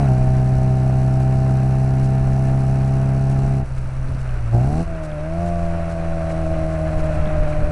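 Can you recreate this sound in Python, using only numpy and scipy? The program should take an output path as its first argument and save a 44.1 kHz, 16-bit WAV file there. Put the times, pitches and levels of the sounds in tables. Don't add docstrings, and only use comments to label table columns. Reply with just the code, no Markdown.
import sys
import numpy as np
from scipy import signal
from scipy.fft import rfft, irfft, next_fast_len
from scipy.io import wavfile
from scipy.ndimage import uniform_filter1d

SR = 44100
rng = np.random.default_rng(int(sys.argv[2]) if len(sys.argv) > 2 else 0)


def wav_record(signal):
    frames = np.transpose(np.atleast_2d(signal))
    bounded = np.clip(frames, -1, 1)
    quanta = np.round(bounded * 32767).astype(np.int16)
    wavfile.write(sys.argv[1], SR, quanta)


def volts_from_decibels(level):
    exponent = np.asarray(level, float) / 20
    return 10 ** exponent


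N = 340011

# [t/s at half way, duration/s]
STAGE_CHANGES = [
    (3.647, 0.039),
    (4.526, .03),
    (4.835, 0.037),
    (5.36, .12),
]
# [t/s, f/Hz]
CRANK_SPEED = [(0, 71.3), (.11, 64), (.5, 64.48), (3.15, 66.46), (3.48, 67.17), (3.7, 65.1), (4.22, 64.66),
               (4.4, 59.46), (4.51, 56.1), (4.6, 61.04), (4.81, 83.95), (4.9, 82.7), (5.1, 75.9),
               (5.18, 74.55), (5.33, 82.24), (5.43, 86.3), (5.7, 84.17), (7.71, 74.91)]
# [t/s, level/dB]
GAS_PUSH = [(0, 3.5), (.075, -0.5), (.105, 4), (.15, 0), (3.0, -1.5), (3.6, -2), (4.2, -0.5), (4.5, -0.5),
            (4.55, 1.5), (4.66, -2), (4.8, 0), (4.91, -4.5), (5.3, -1.5), (5.45, 1), (5.85, -2), (6.4, 0),
            (7.05, 1), (7.71, -0.5)]

STAGE_THROTTLE = (0.95, .25, 0.85, 0.15, 0.05)
# boom, mid silencer slope [level/dB]
STAGE_BOOM_DB = (-16, -25.5, -15.5, -21.5, -20.5)
STAGE_TURN_DB = (-26, -32, -23.5, -30.5, -27)
STAGE_RASP_DB = (-31, -46, -29, -28, -27.5)
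STAGE_ODD_DB = (-9.5, -21, -9, -15, -7)
STAGE_PAIR_DB = (1.5, 2.5, 1.5, -12, -8)
STAGE_GAS_DB = (-7, -20, -10, -26, -24)
STAGE_HISS_DB = (-52, -56, -51.5, -56, -54)
STAGE_SHAKE_RAD = (0, .005, .035, .005, .01)

# [crank f/Hz, level/dB]
SILENCER_GAIN = [(56, 4.5), (60, 0.5), (64.5, 0.5), (68, 0.5), (73, -6.5), (84, -5)]
# [multiple, open level/dB, shut level/dB]
TURN_ORDERS = [(.5, -16.5, -9), (1.5, -8.5, -27), (2.5, -14, -28.5), (3, -0.5, -34.5), (3.5, -12, -42.5),
               (5, -12.5, -42.5), (13.5, -26.5, -23.5)]
# [f/Hz, open throttle level/dB, shut throttle level/dB]
PIPE_RESPONSE = [(200, -2.5, -16), (255, 1.5, -18.5), (320, 1.5, -6), (404, -5, -19), (460, -4.5, -15),
                 (524, -15, -4.5), (591, -4.5, 2.5), (641.6, 0, -0.5), (681, -2, 0), (745.5, 2.5, -3.5),
                 (857, -10.5, -19), (945, -20.5, -44.5), (1080, -18.5, -24), (1330, -34, -44)]
# [t/s, rasp change level/dB]
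MISFIRES = [(6.215, 1.5), (6.33, 2.5), (6.449, 0), (6.56, -1.5), (6.775, -3), (6.9, -2.5), (7.105, 1.5),
            (7.144, -5), (7.21, -5), (7.365, -0.5), (7.46, -2), (7.625, 1)]
# [f/Hz, level/dB per Hz]
HISS_SPECTRUM = [(1650, -27.5), (2800, 3), (3210, -14.5), (3600, -8), (3970, -1), (4420, -1), (4890, -3.5),
                 (5830, 0), (6690, -6), (7230, -5.5), (8060, -3), (9030, -7), (9880, -3.5), (10400, -6.5),
                 (11800, -22.5), (15300, -64), (22000, -120)]
# [start t/s, end t/s, f/Hz, rms level/dB]
WHISTLE_TONES = [
    (0, 3.5, 1736, -57.5),
    (5.6, 14, 4040, -67.5),
]

# [t/s, roar level/dB]
ROAD_ROAR = [(0, -39), (.3, -43), (3.5, -42.5), (3.7, -46.5), (4.05, -44), (4.4, -43), (5.3, -42),
             (6.4, -39.5), (6.85, -40), (7.0, -37), (7.2, -38), (7.71, -38)]
# [f/Hz, level/dB per Hz]
ROAR_SPECTRUM = [(120, -27.5), (200, -5.5), (330, -6), (450, -7.5), (600, -2), (800, -7.5), (1010, -8),
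                 (1490, -6.5), (1870, -13.5), (2600, -16), (3110, -26), (3600, -29.5), (4680, -36)]
# [t/s, sway level/dB, wind level/dB]
GUST_EVENTS = [(.19, 2.5, 4.5), (.55, 1, 8.5), (2.04, 9.5, -2), (2.26, 14.5, 8), (2.52, 8, -3),
               (3.45, 7, 9), (3.8, 8.5, 0.5), (4.1, 10.5, 8), (4.43, 5, 4), (4.86, 9, 1.5), (5.2, 4, -5),
               (5.47, 3, 2), (5.71, 15.5, -2), (6.1, 13.5, -2), (6.4, 12, 5), (6.58, 7.5, 6), (6.99, 18, 5),
               (7.14, 2, 6.5), (7.28, 16, 5), (7.42, 11, 9), (7.62, 17, 11.5)]
# [f/Hz, level/dB per Hz]
WIND_SPECTRUM = [(16, -11.5), (24, 5), (34, -3.5), (55, -7), (95, -9), (130, -17), (250, -26.5), (500, -37)]
# [f/Hz, level/dB per Hz]
SWAY_SPECTRUM = [(2, -16), (5, -3.5), (12, 12.5), (20, -16)]
# [t/s, rms level/dB]
STORE_EVENTS = [(.37, -67), (0.78, -58), (1.214, -54.5), (1.613, -63), (2.043, -50.5), (2.482, -54.5),
                (2.87, -54), (3.307, -51), (3.773, -53), (4.201, -54), (4.591, -61), (5.044, -49.5),
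                (5.47, -51), (5.908, -50.5), (6.307, -49.5), (6.72, -56), (6.99, -51), (7.049, -52.5),
                (7.14, -52.5), (7.49, -52)]
# [f/Hz, level/dB per Hz]
FIZZ_SPECTRUM = [(1500, 4), (3000, 0.5), (9500, -0.5), (11000, -16), (12300, -10.5)]
# [t/s, peak level/dB, ring f/Hz]
GRIT_TICKS = [
    (3.768, -53, 4500),
    (4.085, -40, 4060),
    (4.148, -38, 4500),
    (4.292, -33.5, 2890),
    (5.095, -44, 5000),
    (5.117, -35, 3320),
    (7.258, -32, 3400),
    (7.275, -35, 3616),
]
# [t/s, peak level/dB, ring f/Hz]
BUMP_KNOCKS = [
    (4.06, -29, 230.3),
    (4.092, -16.5, 69.6),
    (4.15, -25, 252),
    (4.547, -16.5, 360),
    (4.6, -22, 333.5),
    (4.647, -19.5, 320),
    (4.87, -30, 149.7),
    (5.12, -26, 200),
    (7.265, -16, 190.7),
    (7.635, -16, 60.3),
]


def rms_one(x):
    return x / np.sqrt(np.mean(x ** 2) + 1e-20)


def drift(rate_hz):
    hop = 40
    r = np.exp(-2 * np.pi * rate_hz * hop / SR)
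    noise = rng.standard_normal(N // hop + 2002)
    slow = signal.lfilter([1], [1, -2 * r, r * r], noise)[2000:]
    return np.interp(np.arange(N) / hop, np.arange(len(slow)), rms_one(slow))


def coloured(spectrum):
    hz, db = np.transpose(spectrum)
    size = next_fast_len(N)
    log_hz = np.log(np.arange(size // 2 + 1) * SR / size + .1)
    knots = np.log([hz[0] / 2, *hz, hz[-1] * 1.2])
    shape_db = np.interp(log_hz, knots, [db[0] - 40, *db, db[-1] - 110])
    return rms_one(irfft(rfft(rng.standard_normal(size)) * volts_from_decibels(shape_db), size)[:N])


def in_time(rows):
    return np.interp(np.arange(N) / SR, *np.transpose(rows))


def by_stage(values):
    s, takes_s = np.transpose(STAGE_CHANGES)
    edges_s = np.ravel([s - takes_s / 2, s + takes_s / 2], order="F")
    return np.interp(np.arange(N) / SR, edges_s, np.repeat(values, 2)[1:-1])


def by_throttle(throttle, open_db, shut_db):
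    return shut_db + throttle * (open_db - shut_db)


def swells(times_s, heights_db, width_s):
    t = np.arange(N) / SR
    return sum(db * np.exp(-((t - s) / width_s) ** 2) for s, db in zip(times_s, heights_db))


def ramp(span_s, db):
    return np.interp(np.arange(N) / SR, span_s, [0, db])


def per_firing(angle):
    firing = (angle / np.pi).astype(int)
    return rng.standard_normal(firing[-1] + 1)[firing]


def boom(angle, turn_db, boom_db, throttle):
    out = -volts_from_decibels(boom_db + .5 * drift(32)) * np.sin(2 * angle)
    out -= volts_from_decibels(turn_db + .61 * drift(12)) * np.sin(angle + .038)
    for k, open_db, shut_db in TURN_ORDERS:
        level_db = turn_db + by_throttle(throttle, open_db, shut_db) + .72 * drift(5.4)
        out -= volts_from_decibels(level_db) * np.sin(k * (angle + .3) + .2 * drift(3))
    return np.sqrt(2) * out


def pipe_orders(angle, crank_hz, throttle, odd_db, pair_db):
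    hz, open_db, shut_db = np.transpose(PIPE_RESPONSE)
    step = slice(None, None, 64)
    everywhere = np.arange(N)
    coarse, lines, power = everywhere[step], 0, 0
    for half in [8, 9, *range(11, 36)]:
        k = half / 2
        log_hz = np.log(k * crank_hz[step])
        pipe_open_db = np.interp(log_hz, np.log(hz), open_db)
        pipe_shut_db = np.interp(log_hz, np.log(hz), shut_db)
        level_db = by_throttle(throttle[step], pipe_open_db, pipe_shut_db)
        if half % 2:
            level_db += by_throttle(throttle[step], open_db=-21, shut_db=-42.5)
        elif half % 4:
            level_db += odd_db[step]
        elif half % 8:
            level_db += pair_db[step]
        power = power + volts_from_decibels(level_db) ** 2 / 2 * (abs(log_hz - np.log(670)) < .25)
        gain = volts_from_decibels(level_db + .8 * drift(6)[step])
        lag = -.12 if half < 14 else 1.7
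        swing = .57 * np.arctan((log_hz - np.log(655)) / .13)
        phase = swing - lag * k + np.radians(9) * drift(6.4)[step]
        gain = np.interp(everywhere, coarse, gain)
        phase = np.interp(everywhere, coarse, phase)
        lines = lines - gain * np.sin(k * angle + phase)
    return lines / np.interp(everywhere, coarse, np.sqrt(power))


def pipe_gas(angle, throttle):
    hz, open_db, shut_db = np.transpose(PIPE_RESPONSE)
    puff = volts_from_decibels(.77 * np.cos(2 * angle - 3.4) + .5 * drift(23))
    gas_open = coloured(list(zip(hz, open_db)))
    gas_shut = coloured(list(zip(hz, shut_db)))
    return puff * (throttle * gas_open + (1 - throttle) * gas_shut)


def rasp(angle, crank_hz, rasp_db, throttle, odd_db, pair_db, gas_db):
    lines = pipe_orders(angle, crank_hz, throttle, odd_db, pair_db)
    strength_db = (.3 + .4 * throttle) * per_firing(angle)
    strength = uniform_filter1d(volts_from_decibels(strength_db), 90)
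    return volts_from_decibels(rasp_db) * (volts_from_decibels(-.65) * lines * strength + volts_from_decibels(gas_db) * pipe_gas(angle, throttle))


def misfire_rush():
    t, out = np.arange(N) / SR, 0
    for s, _ in MISFIRES:
        before_s, after_s = np.minimum(t - s, 0), np.maximum(t - s, 0)
        out = out + .3 * np.exp(before_s / .05 - after_s / .012)
    return out


def hiss(angle, hiss_db, throttle):
    uneven = uniform_filter1d(per_firing(angle), 80)
    puffs_db = 3.4 * np.cos(2 * angle) + 3.3 * np.cos(angle) + .55 * np.cos(angle / 2) + 1.3 * uneven
    puffs_db *= .42 + .42 * throttle
    puffs = rms_one(volts_from_decibels(puffs_db + .31 * drift(20)))
    return volts_from_decibels(hiss_db + .5) * puffs * coloured(HISS_SPECTRUM)


def whistles():
    t, out = np.arange(N) / SR, 0
    for start_s, end_s, hz, rms_db in WHISTLE_TONES:
        gate = np.clip(np.minimum(t - start_s, end_s - t) / .25, 0, 1)
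        phase = 2 * np.pi * hz * np.cumsum(1 + .003 * drift(12)) / SR
        out = out + np.sqrt(2) * volts_from_decibels(rms_db + 1.1 * drift(5.5)) * gate * np.sin(phase)
    return out


def engine(angle, crank_hz, throttle):
    push_db = in_time(GAS_PUSH)
    revving_hz = throttle * (crank_hz - 65)
    easing_db = ramp((3.58, 3.63), -7) * by_stage([1, 0, 0, 0, 0])

    boom_db = by_stage(STAGE_BOOM_DB) + push_db + easing_db
    boom_db += np.interp(crank_hz, *np.transpose(SILENCER_GAIN))
    boom_db += swells((3.657, 4.855), (-11, -10), width_s=.013)
    turn_db = by_stage(STAGE_TURN_DB) + push_db

    rasp_db = by_stage(STAGE_RASP_DB) + 1.5 * push_db
    rasp_db += swells((3.69, 4.853), (-10, -16), width_s=.018)
    rasp_db += swells(*np.transpose(MISFIRES), width_s=.012)
    evening_db = -12 * np.maximum(np.arange(N) / SR - 6.15, 0)
    odd_db = by_stage(STAGE_ODD_DB) + .12 * revving_hz + evening_db
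    gas_db = by_stage(STAGE_GAS_DB) + ramp((5.64, 6.24), 14.5)
    gas_db += swells((5.8, 5.965), (14, 14), width_s=.02)
    hiss_db = by_stage(STAGE_HISS_DB) + .4 * push_db + easing_db + .2 * revving_hz

    rasp_angle = angle + misfire_rush() + by_stage(STAGE_SHAKE_RAD) * drift(35)
    out = boom(angle, turn_db, boom_db, throttle)
    out += rasp(rasp_angle, crank_hz, rasp_db, throttle, odd_db, by_stage(STAGE_PAIR_DB), gas_db)
    return out + hiss(angle, hiss_db, throttle)


def tyres(angle):
    throb = volts_from_decibels(1.13 * drift(23) + .8 * np.cos(2 * angle))
    return volts_from_decibels(in_time(ROAD_ROAR) + 3) * rms_one(throb * coloured(ROAR_SPECTRUM))


def wind():
    gust_s, sway_over_db, wind_over_db = np.transpose(GUST_EVENTS)
    sway_db = -34.5 + swells(gust_s, sway_over_db, width_s=.098)
    wind_db = -32.5 + swells(gust_s, wind_over_db, width_s=.098)
    lumps = rms_one(coloured(WIND_SPECTRUM) * volts_from_decibels(1.2 * drift(1.7))) * volts_from_decibels(wind_db + 3.5)
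    heave = volts_from_decibels(sway_db) * coloured(SWAY_SPECTRUM)
    return lumps + heave - np.mean(heave)


def fizz():
    t, gate = np.arange(N) / SR, np.zeros(N)
    for s, rms_db in STORE_EVENTS:
        first = (t > s - .012) & (t < s - .0015)
        second = (t > s + .0015) & (t < s + .021)
        gate += volts_from_decibels(rms_db) * (first | second)
    return uniform_filter1d(gate, 50) * coloured(FIZZ_SPECTRUM)


def knocks(table, decay_cycles):
    out, t = np.zeros(N + 4000), np.arange(4000) / SR
    for s, peak_db, hz in table:
        at = round(s * SR)
        ring = np.exp(-t * hz / decay_cycles) * np.sin(2 * np.pi * hz * t)
        out[at:at + len(t)] += volts_from_decibels(peak_db) * ring
    return out[:N]


def scene():
    crank_hz = in_time(CRANK_SPEED)
    angle = 2 * np.pi * np.cumsum(crank_hz) / SR
    throttle = np.clip(by_stage(STAGE_THROTTLE), 0, 1)
    car = engine(angle, crank_hz, throttle) + whistles()
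    road = tyres(angle) + knocks(GRIT_TICKS, decay_cycles=3.5) + knocks(BUMP_KNOCKS, decay_cycles=1.6)
    return (car + road + wind() + fizz())[None]


def top_cut(x):
    return signal.sosfilt(signal.butter(12, 11910, fs=SR, output="sos"), x)


def record(dry):
    overload = .9
    mix = overload * np.tanh(dry / overload) - .0067
    return top_cut(mix)


dry = scene()
out = record(dry)
wav_record(out)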